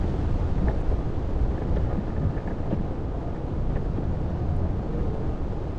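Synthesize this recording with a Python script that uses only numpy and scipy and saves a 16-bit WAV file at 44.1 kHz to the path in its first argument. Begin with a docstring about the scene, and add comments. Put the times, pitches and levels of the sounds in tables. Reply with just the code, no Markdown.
"""Wheel roar and wind buffeting: an electric skateboard cruises at steady speed over rough asphalt.
Road grain drums on the wheels, the tread hisses, and the uneven surface keeps the deck droning.
Cracks thud through the deck and rattle the metal trucks; ribbed patches hum, pebbles and grit tick.
Headwind eddies push on the rider's microphone. The motor whines faintly at multiples of its shaft rate."""
import sys
import numpy as np
from scipy import signal
from scipy.fft import rfft, irfft, next_fast_len
from scipy.io import wavfile
from scipy.ndimage import uniform_filter1d, map_coordinates

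SR = 44100
rng = np.random.default_rng(int(sys.argv[2]) if len(sys.argv) > 2 else 0)


def materialize(psi):
    """Save the field psi as 16-bit PCM at rate SR to the path in sys.argv[1].

    A 1-D psi becomes a single channel; in a 2-D psi each row is a channel.
    """
    bounded = np.clip(np.atleast_2d(psi).T, -1, 1)
    quanta = np.round(bounded * 32767).astype(np.int16)
    wavfile.write(sys.argv[1], SR, quanta)


N = 255090

# Asphalt coarseness: (time [s], relative roar level [dB], relative hiss level [dB])
ASPHALT_LEVELS = [(0.05, -34, -56), (1.18, -36, -59.5), (1.86, -34.5, -60), (2.24, -36.5, -60.5),
                  (3.14, -36, -62.5), (3.85, -36.5, -61), (4.38, -36.5, -61.5), (5.08, -35, -61),
                  (5.75, -37, -61)]
# Wheel roar: (frequency [Hz], relative density [dB])
ROAR_SPECTRUM = [(60, -15), (100, -3.5), (135, -3), (180, -4), (235, -4), (310, -0.5), (360, -3.5),
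                 (520, -7), (620, -10), (760, -11.5), (1000, -17.5), (1400, -26), (2000, -35.5),
                 (3000, -41), (8000, -83.5)]
# Tread hiss: (frequency [Hz], relative density [dB])
HISS_SPECTRUM = [(500, -7), (1500, 14.5), (2400, 5.5), (3300, 4), (4600, 0.5), (5300, -3), (6700, -6),
                 (8200, -12.5), (9000, -18.5), (10200, -19.5), (11500, -36), (13000, -32)]
# Headwind strength: (time [s], relative level [dB])
WIND_LEVELS = [(0.0, -28.5), (0.21, -34), (0.31, -24.5), (0.46, -31), (0.58, -25.5), (0.84, -29),
               (0.9, -23.5), (0.97, -29), (1.3, -31.5), (1.43, -22.5), (1.6, -35), (1.72, -26.5),
               (1.9, -26.5), (1.97, -33.5), (2.45, -34), (2.75, -31), (3.0, -34), (3.45, -34),
               (3.69, -27.5), (3.99, -33), (4.12, -30), (4.38, -37.5), (4.56, -27), (4.72, -33.5),
               (4.88, -32), (5.07, -29.5), (5.14, -34), (5.26, -29.5), (5.78, -35)]
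# Wind buffeting: (frequency [Hz], relative density [dB])
WIND_SPECTRUM = [(10, -3.5), (22, 1.5), (42, -2), (55, -1), (75, -6), (100, -12), (140, -14), (200, -35.5),
                 (300, -29), (600, -57), (2000, -97)]
# Deck flex from road unevenness: (time [s], level [dB])
FLEX_LEVELS = [(0.0, -28.5), (0.5, -30.5), (0.95, -34), (1.15, -34), (1.8, -31.5), (2.05, -36),
               (2.27, -26.5), (2.42, -40), (2.78, -31.5), (3.4, -40.5), (3.75, -33.5), (4.2, -29.5),
               (4.75, -30.5), (4.9, -39), (5.1, -30), (5.3, -36), (5.78, -31.5)]
# Lowest deck modes: (frequency [Hz], width [Hz], gain [dB])
FLEX_MODES = [(83, 19, 2.5), (108.5, 23, -5.5)]
# Deck boom from coarser road waves: (time [s], relative level [dB])
BOOM_LEVELS = [(0.0, -34.5), (0.28, -31.5), (0.4, -38), (0.55, -30), (0.7, -34), (0.78, -48), (1.0, -43),
               (1.08, -33), (1.17, -47), (1.3, -34), (1.54, -38.5), (1.72, -29.5), (1.9, -35.5),
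               (2.2, -31.5), (2.33, -35), (2.47, -39.5), (2.65, -36), (2.8, -29.5), (2.9, -37.5),
               (3.55, -35.5), (3.72, -30.5), (3.85, -33), (4.27, -31.5), (4.6, -34), (5.0, -33),
               (5.25, -32.5), (5.4, -37), (5.78, -37)]
# Next deck modes up: (frequency [Hz], width [Hz], gain [dB])
BOOM_MODES = [(147.5, 41, 2), (189.8, 70, -0.5)]
# Deck modes under impact: (frequency [Hz], width [Hz], gain [dB])
THUD_MODES = [(188.6, 52, 16.5), (283, 76, 3.5), (437, 89, -4.5), (547, 80, -8), (640, 330, -11),
              (810, 80, -9)]
# Metal truck modes: (frequency [Hz], width [Hz], gain [dB])
TRUCK_MODES = [(1060, 370, 6), (1410, 280, 6.5), (1740, 97, 19.5), (1950, 330, -2), (2420, 500, -13.5)]
# Crack crossings: (time [s], length [s], thud pitch [Hz], thud level [dB], rattle level [dB])
CRACKS = [(0.612, 0.031, 209, -27.5, -61), (0.670, 0.021, 700, -34, -48), (0.689, 0.015, 620, -31, -56),
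          (0.892, 0.019, 640, -39, -58), (0.911, 0.018, 520, -33, -55), (1.576, 0.011, 750, -50, -54),
          (1.612, 0.016, 720, -37.5, -53), (1.76, 0.016, 432, -30, -44), (1.888, 0.022, 573, -36, -55),
          (1.917, 0.014, 600, -39, -59), (1.970, 0.03, 188, -26.5, -58), (2.071, 0.013, 524, -35.5, -53),
          (2.159, 0.027, 600, -38.5, -52.5), (2.22, 0.025, 400, -34, -64), (2.360, 0.031, 520, -37, -51),
          (2.471, 0.022, 494, -34, -48.5), (2.499, 0.025, 453, -33.5, -48), (2.701, 0.041, 434, -32, -57),
          (2.717, 0.029, 200, -28.5, -55), (2.780, 0.023, 160, -31, -57), (3.343, 0.0087, 700, -35, -54),
          (3.754, 0.025, 560, -34.5, -48), (3.972, 0.014, 290, -26, -58), (4.643, 0.035, 270, -33.5, -61),
          (4.988, 0.016, 220, -30, -53)]
# Wheel drops off an edge: (time [s], pitch [Hz], level [dB])
EDGE_KNOCKS = [(0.6740, 756, -30), (0.6880, 640, -28), (0.6925, 580, -24.5), (1.6190, 740, -29),
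               (1.7650, 820, -27.5), (1.7710, 310, -18.5), (2.3620, 617, -34), (2.4740, 400, -32),
               (2.7250, 340, -24.5), (2.8830, 700, -34), (3.3470, 600, -32), (4.1560, 700, -36),
               (4.2450, 700, -37)]
# Tread scuffs on crack edges: (time [s], length [s], centre [Hz], width [Hz], level [dB])
TREAD_SCUFFS = [(0.692, 0.010, 3700, 1800, -58), (1.757, 0.006, 4900, 890, -60.5),
                (1.763, 0.018, 2500, 1500, -60), (1.767, 0.006, 3230, 300, -52),
                (2.377, 0.012, 2300, 900, -56), (2.47, 0.019, 2200, 700, -60),
                (2.699, 0.056, 3200, 2200, -57), (3.75, 0.011, 2550, 450, -55),
                (3.968, 0.018, 3000, 2600, -60)]
# Ribbed road: (midpoint [s], length [s], pitch [Hz], roughness [1], level [dB])
RIBBED_PATCHES = [(2.254, 0.24, 150.5, 0.3, -30.5), (3.225, 0.24, 693, 1.2, -40),
                  (3.413, 0.072, 464, 0.13, -38), (4.4, 0.13, 718, 0.3, -46), (4.554, 0.16, 714, 0.2, -42),
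                  (4.652, 0.066, 642, 0.3, -38), (4.957, 0.19, 473.5, 0.27, -34),
                  (5.183, 0.46, 441.5, 0.42, -37)]
# Truck clacks on sharp edges: (time [s], level [dB], pitch [Hz])
TRUCK_CLACKS = [(0.581, -44, 1800), (0.684, -32.5, 1770), (0.71, -43, 1720), (1.579, -41.5, 1730),
                (1.624, -42, 1800), (1.765, -40, 1670), (1.777, -45, 1760), (1.861, -45, 1900),
                (1.914, -43, 1700), (1.932, -45, 1620), (2.103, -45, 1780), (2.166, -42, 1730),
                (2.239, -48, 1720), (2.379, -40.5, 1650), (2.476, -42, 1740), (2.508, -43.5, 1760),
                (3.363, -46, 1750), (3.759, -40, 1740), (3.767, -40.5, 1730)]
# Flicked grit: (time [s], peak [dB])
GRIT_TICKS = [(0.7872, -54), (0.8067, -48.5), (0.8157, -53), (4.5664, -48.5)]
# Motor speed: (time [s], shaft rate [Hz])
SHAFT_RATES = [(0, 101.4), (0.75, 102.2), (2.0, 102.7), (2.55, 102.6), (3.15, 102.2), (3.5, 102.55),
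               (4.9, 102.6), (5.78, 102.4)]
# Motor effort: (time [s], relative whine level [dB])
WHINE_LEVELS = [(0.0, -56), (0.25, -60), (0.42, -49), (0.54, -61), (0.65, -54), (0.8, -61), (0.93, -51),
                (1.05, -55), (1.22, -68), (1.82, -60), (1.92, -53), (2.12, -57), (2.32, -50), (2.43, -60),
                (2.52, -55), (2.62, -60), (3.2, -63), (3.35, -55), (3.5, -64), (3.63, -55.5), (4.28, -64.5),
                (4.48, -54.5), (4.68, -62), (4.93, -62), (5.04, -54), (5.17, -68), (5.27, -59), (5.4, -57),
                (5.78, -61)]
# Whine partials, slots and magnets at 12 and 14: (order [x shaft rate], gain [dB])
MOTOR_ORDERS = [(7, 1.5), (9, -3.5), (10, -10.5), (11, -1), (12, 6.5), (13, -4.5), (14, -5), (15, -15.5),
                (16, -18), (17, -16)]


def wheels(roar_gain_db=1.17, hiss_gain_db=4.5):
    """Road grain drums on the wheels; the tread hisses as it lifts off."""
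    roar_db, hiss_db = curves(ASPHALT_LEVELS)
    load_db = 0.43 * wobble(27)  # the board jiggles on its wheels
    roar = coloured(impacts(rate_hz=6000, spread_db=1.5), ROAR_SPECTRUM)
    hiss = coloured(impacts(rate_hz=20000, spread_db=0.5), HISS_SPECTRUM)
    return amp(roar_db + roar_gain_db + load_db) * roar + amp(hiss_db + hiss_gain_db + load_db) * hiss


def wind(gain_db=2.5):
    """Headwind eddies push on the microphone in lumps."""
    buffeting = steady(coloured(rng.standard_normal(N), WIND_SPECTRUM))
    return amp(curves(WIND_LEVELS)[0] + gain_db) * buffeting


def deck_drone(boom_gain_db=-2):
    """Uneven road flexes the deck in its lowest modes and booms in the next ones."""
    flex = steady(ring(impacts(rate_hz=3000, spread_db=0), FLEX_MODES))
    boom = steady(ring(impacts(rate_hz=3000, spread_db=0.5), BOOM_MODES))
    return amp(curves(FLEX_LEVELS)[0]) * flex + amp(curves(BOOM_LEVELS)[0] + boom_gain_db) * boom


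def cracks(knock_s=0.0019):
    """Wheels cross cracks: the deck thuds and knocks, the truck rattles, the tread scuffs."""
    out, t = np.zeros(N), np.arange(SR // 5) / SR
    for start_s, length_s, pitch_hz, thud_db, rattle_db in CRACKS:
        force = judder(t, length_s)
        rattle = struck(TRUCK_MODES, bushings(force), length_s)
        thud = deck_thud(force, pitch_hz, length_s)
        add_at(out, start_s, amp(thud_db) * thud + amp(rattle_db) * rattle)
    impulse = 1.0 * (t == 0)
    for start_s, pitch_hz, db in EDGE_KNOCKS:
        add_at(out, start_s, amp(db) * deck_thud(impulse, pitch_hz, knock_s))
    for start_s, length_s, centre_hz, width_hz, db in TREAD_SCUFFS:
        scuff = struck([(centre_hz, width_hz, 0)], judder(t, length_s), length_s)
        add_at(out, start_s, amp(db) * scuff)
    return out


def judder(t, length_s):
    """Ragged force of a wheel crossing an edge."""
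    arch = np.sqrt(abs(np.sin(np.pi * np.clip(t / length_s, 0, 1))))
    return arch * rng.standard_normal(len(t))


def deck_thud(force, pitch_hz, length_s, octave_loss_db=17.5):
    """A wide bump reaches the deck's low modes, a narrow one the high modes."""
    modes = [(hz, width_hz, db - octave_loss_db * np.log2(hz / pitch_hz) ** 2)
             for hz, width_hz, db in THUD_MODES]
    push = signal.lfilter(*signal.butter(2, 1.16 * pitch_hz, fs=SR), force)
    return struck(modes, push, length_s)


def bushings(force, cutoff_hz=1900):
    """The truck's rubber bushings dull a force."""
    return signal.lfilter(*signal.butter(3, cutoff_hz, fs=SR), force)


def wheel_hum(waver_hz=70):
    """Ribbed patches make the wheels hum briefly, rough in level and pitch."""
    out, t = np.zeros(N), np.arange(N) / SR
    for middle_s, length_s, hz, roughness, db in RIBBED_PATCHES:
        swell = np.cos(np.pi * np.clip((t - middle_s) / length_s, -0.5, 0.5))
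        shake = unit(1 + roughness * wobble(waver_hz))
        phase_rad = 2 * np.pi * hz * t + roughness * wobble(waver_hz)
        out += amp(db) * swell * shake * np.sin(phase_rad)
    return out


def truck_clacks(clack_s=0.0024, chatter_share=0.094, rest_pitch_hz=1745):
    """Play in a truck closes with one dry, cushioned blow; pitch shifts with load."""
    out, t = np.zeros(N), np.arange(SR // 10) / SR
    for start_s, db, pitch_hz in TRUCK_CLACKS:
        chatter = np.exp(-t / clack_s) * rng.standard_normal(len(t))
        blow = bushings((t == 0) + chatter_share * chatter / np.linalg.norm(chatter))
        modes = [(hz * pitch_hz / rest_pitch_hz, width_hz, gain_db)
                 for hz, width_hz, gain_db in TRUCK_MODES]
        add_at(out, start_s, amp(db) * struck(modes, blow, clack_s))
    return out


def motor(gain_db=-6, flutter_db=2, jitter_rad=0.12):
    """Faint whine of shaft orders, each fluttering with the load."""
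    shaft_rad = 2 * np.pi * np.cumsum(curves(SHAFT_RATES)[0]) / SR
    whine = np.zeros(N)
    for order, db in MOTOR_ORDERS:
        strength = amp(db + flutter_db * wobble(16))
        whine += strength * np.sin(order * shaft_rad + jitter_rad * wobble(24))
    return amp(curves(WHINE_LEVELS)[0] + gain_db) * whine


def pebbles(from_s=1.5, to_s=2.7, level_db=-62):
    """Small stones on a worn stretch keep the trucks ticking."""
    t = np.arange(N) / SR
    worn = (t > from_s) & (t < to_s)
    return amp(level_db) * ring(worn * impacts(rate_hz=120, spread_db=1.5), TRUCK_MODES)


def grit(pitch_hz=8400, half_width_s=0.00012, scatter_s=0.005, crumb_gain_db=-11):
    """Wheels flick grit: tiny bright ticks, each in a spray of weaker crumbs."""
    out, t = np.zeros(N), np.arange(N) / SR
    crumbs = [(time_s + scatter_s * offset, db + crumb_gain_db)
              for time_s, db in GRIT_TICKS for offset in rng.standard_normal(7)]
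    for time_s, db in GRIT_TICKS + crumbs:
        envelope = np.exp(-((t - time_s) / half_width_s) ** 2)
        out += amp(db) * envelope * np.cos(2 * np.pi * pitch_hz * (t - time_s))
    return out


def impacts(rate_hz, spread_db):
    """Random hits of road grain, rms 1."""
    hits = rng.random(N) < rate_hz / SR
    return unit(hits * rng.standard_normal(N) * amp(spread_db * rng.standard_normal(N)))


def struck(modes, force, length_s):
    """A force rings a body, differently each time; energy equals rms 1 over length_s."""
    varied = [(hz * (1 + 0.022 * rng.standard_normal()), width_hz, db + 1.7 * rng.standard_normal())
              for hz, width_hz, db in modes]
    sound = ring(force, varied)
    return sound * np.sqrt(length_s * SR / np.sum(sound ** 2))


def ring(force, modes):
    """Force through a body's resonances; white noise keeps its level."""
    def response(f):
        body = sum(amp(db) * 1j * f * width_hz / (hz * hz - f * f + 1j * f * width_hz)
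                   for hz, width_hz, db in modes)
        cutoff_hz = 1.09 * modes[-1][0]  # soft wheels pass little above the top mode
        body *= signal.freqs(*signal.butter(4, 1, analog=True), worN=f / cutoff_hz)[1]
        return body / np.sqrt(np.mean(abs(body) ** 2))
    return filtered(force, response)


def coloured(x, spectrum):
    """x shaped by (frequency [Hz], level [dB]) points on a log axis, rms 1."""
    hz, db = np.transpose(spectrum)
    return unit(filtered(x, lambda f: amp(np.interp(np.log(f + 1), np.log(hz), db))))


def filtered(x, response):
    """x through a complex frequency response."""
    size = next_fast_len(len(x) + SR // 4)
    return irfft(rfft(x, size) * response(np.fft.rfftfreq(size, 1 / SR)), size)[:len(x)]


def wobble(rate_hz):
    """Smooth random curve with knots at rate_hz."""
    knots = rng.standard_normal(int(N * rate_hz / SR) + 4)
    return map_coordinates(knots, [np.arange(N) * rate_hz / SR])


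def curves(rows):
    """Per-sample curve for each column after time."""
    times_s, *columns = np.transpose(rows)
    return [np.interp(np.arange(N) / SR, times_s, column) for column in columns]


def steady(x):
    """x at rms 1, slow swells removed."""
    return x / np.sqrt(abs(uniform_filter1d(x ** 2, size=5000)) + 1e-12)


def unit(x):
    """x at rms 1."""
    return x / np.sqrt(np.mean(x ** 2) + 1e-20)


def amp(db):
    """Decibels to gain."""
    return 10 ** (np.asarray(db) / 20)


def add_at(out, start_s, sound):
    """Mix sound into out from start_s."""
    span = out[round(start_s * SR):][:len(sound)]
    span += sound[:len(span)]


def scene():
    """Board, wind and motor at one microphone."""
    rolling = wheels() + deck_drone() + wheel_hum()
    knocks = cracks() + truck_clacks() + pebbles() + grit()
    return (rolling + knocks + wind() + motor())[None]


def record(dry):
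    """Microphone band limit."""
    top_hz = 12800
    return filtered(dry[0], lambda hz: hz < top_hz)[None]


dry = scene()
out = record(dry)
materialize(out)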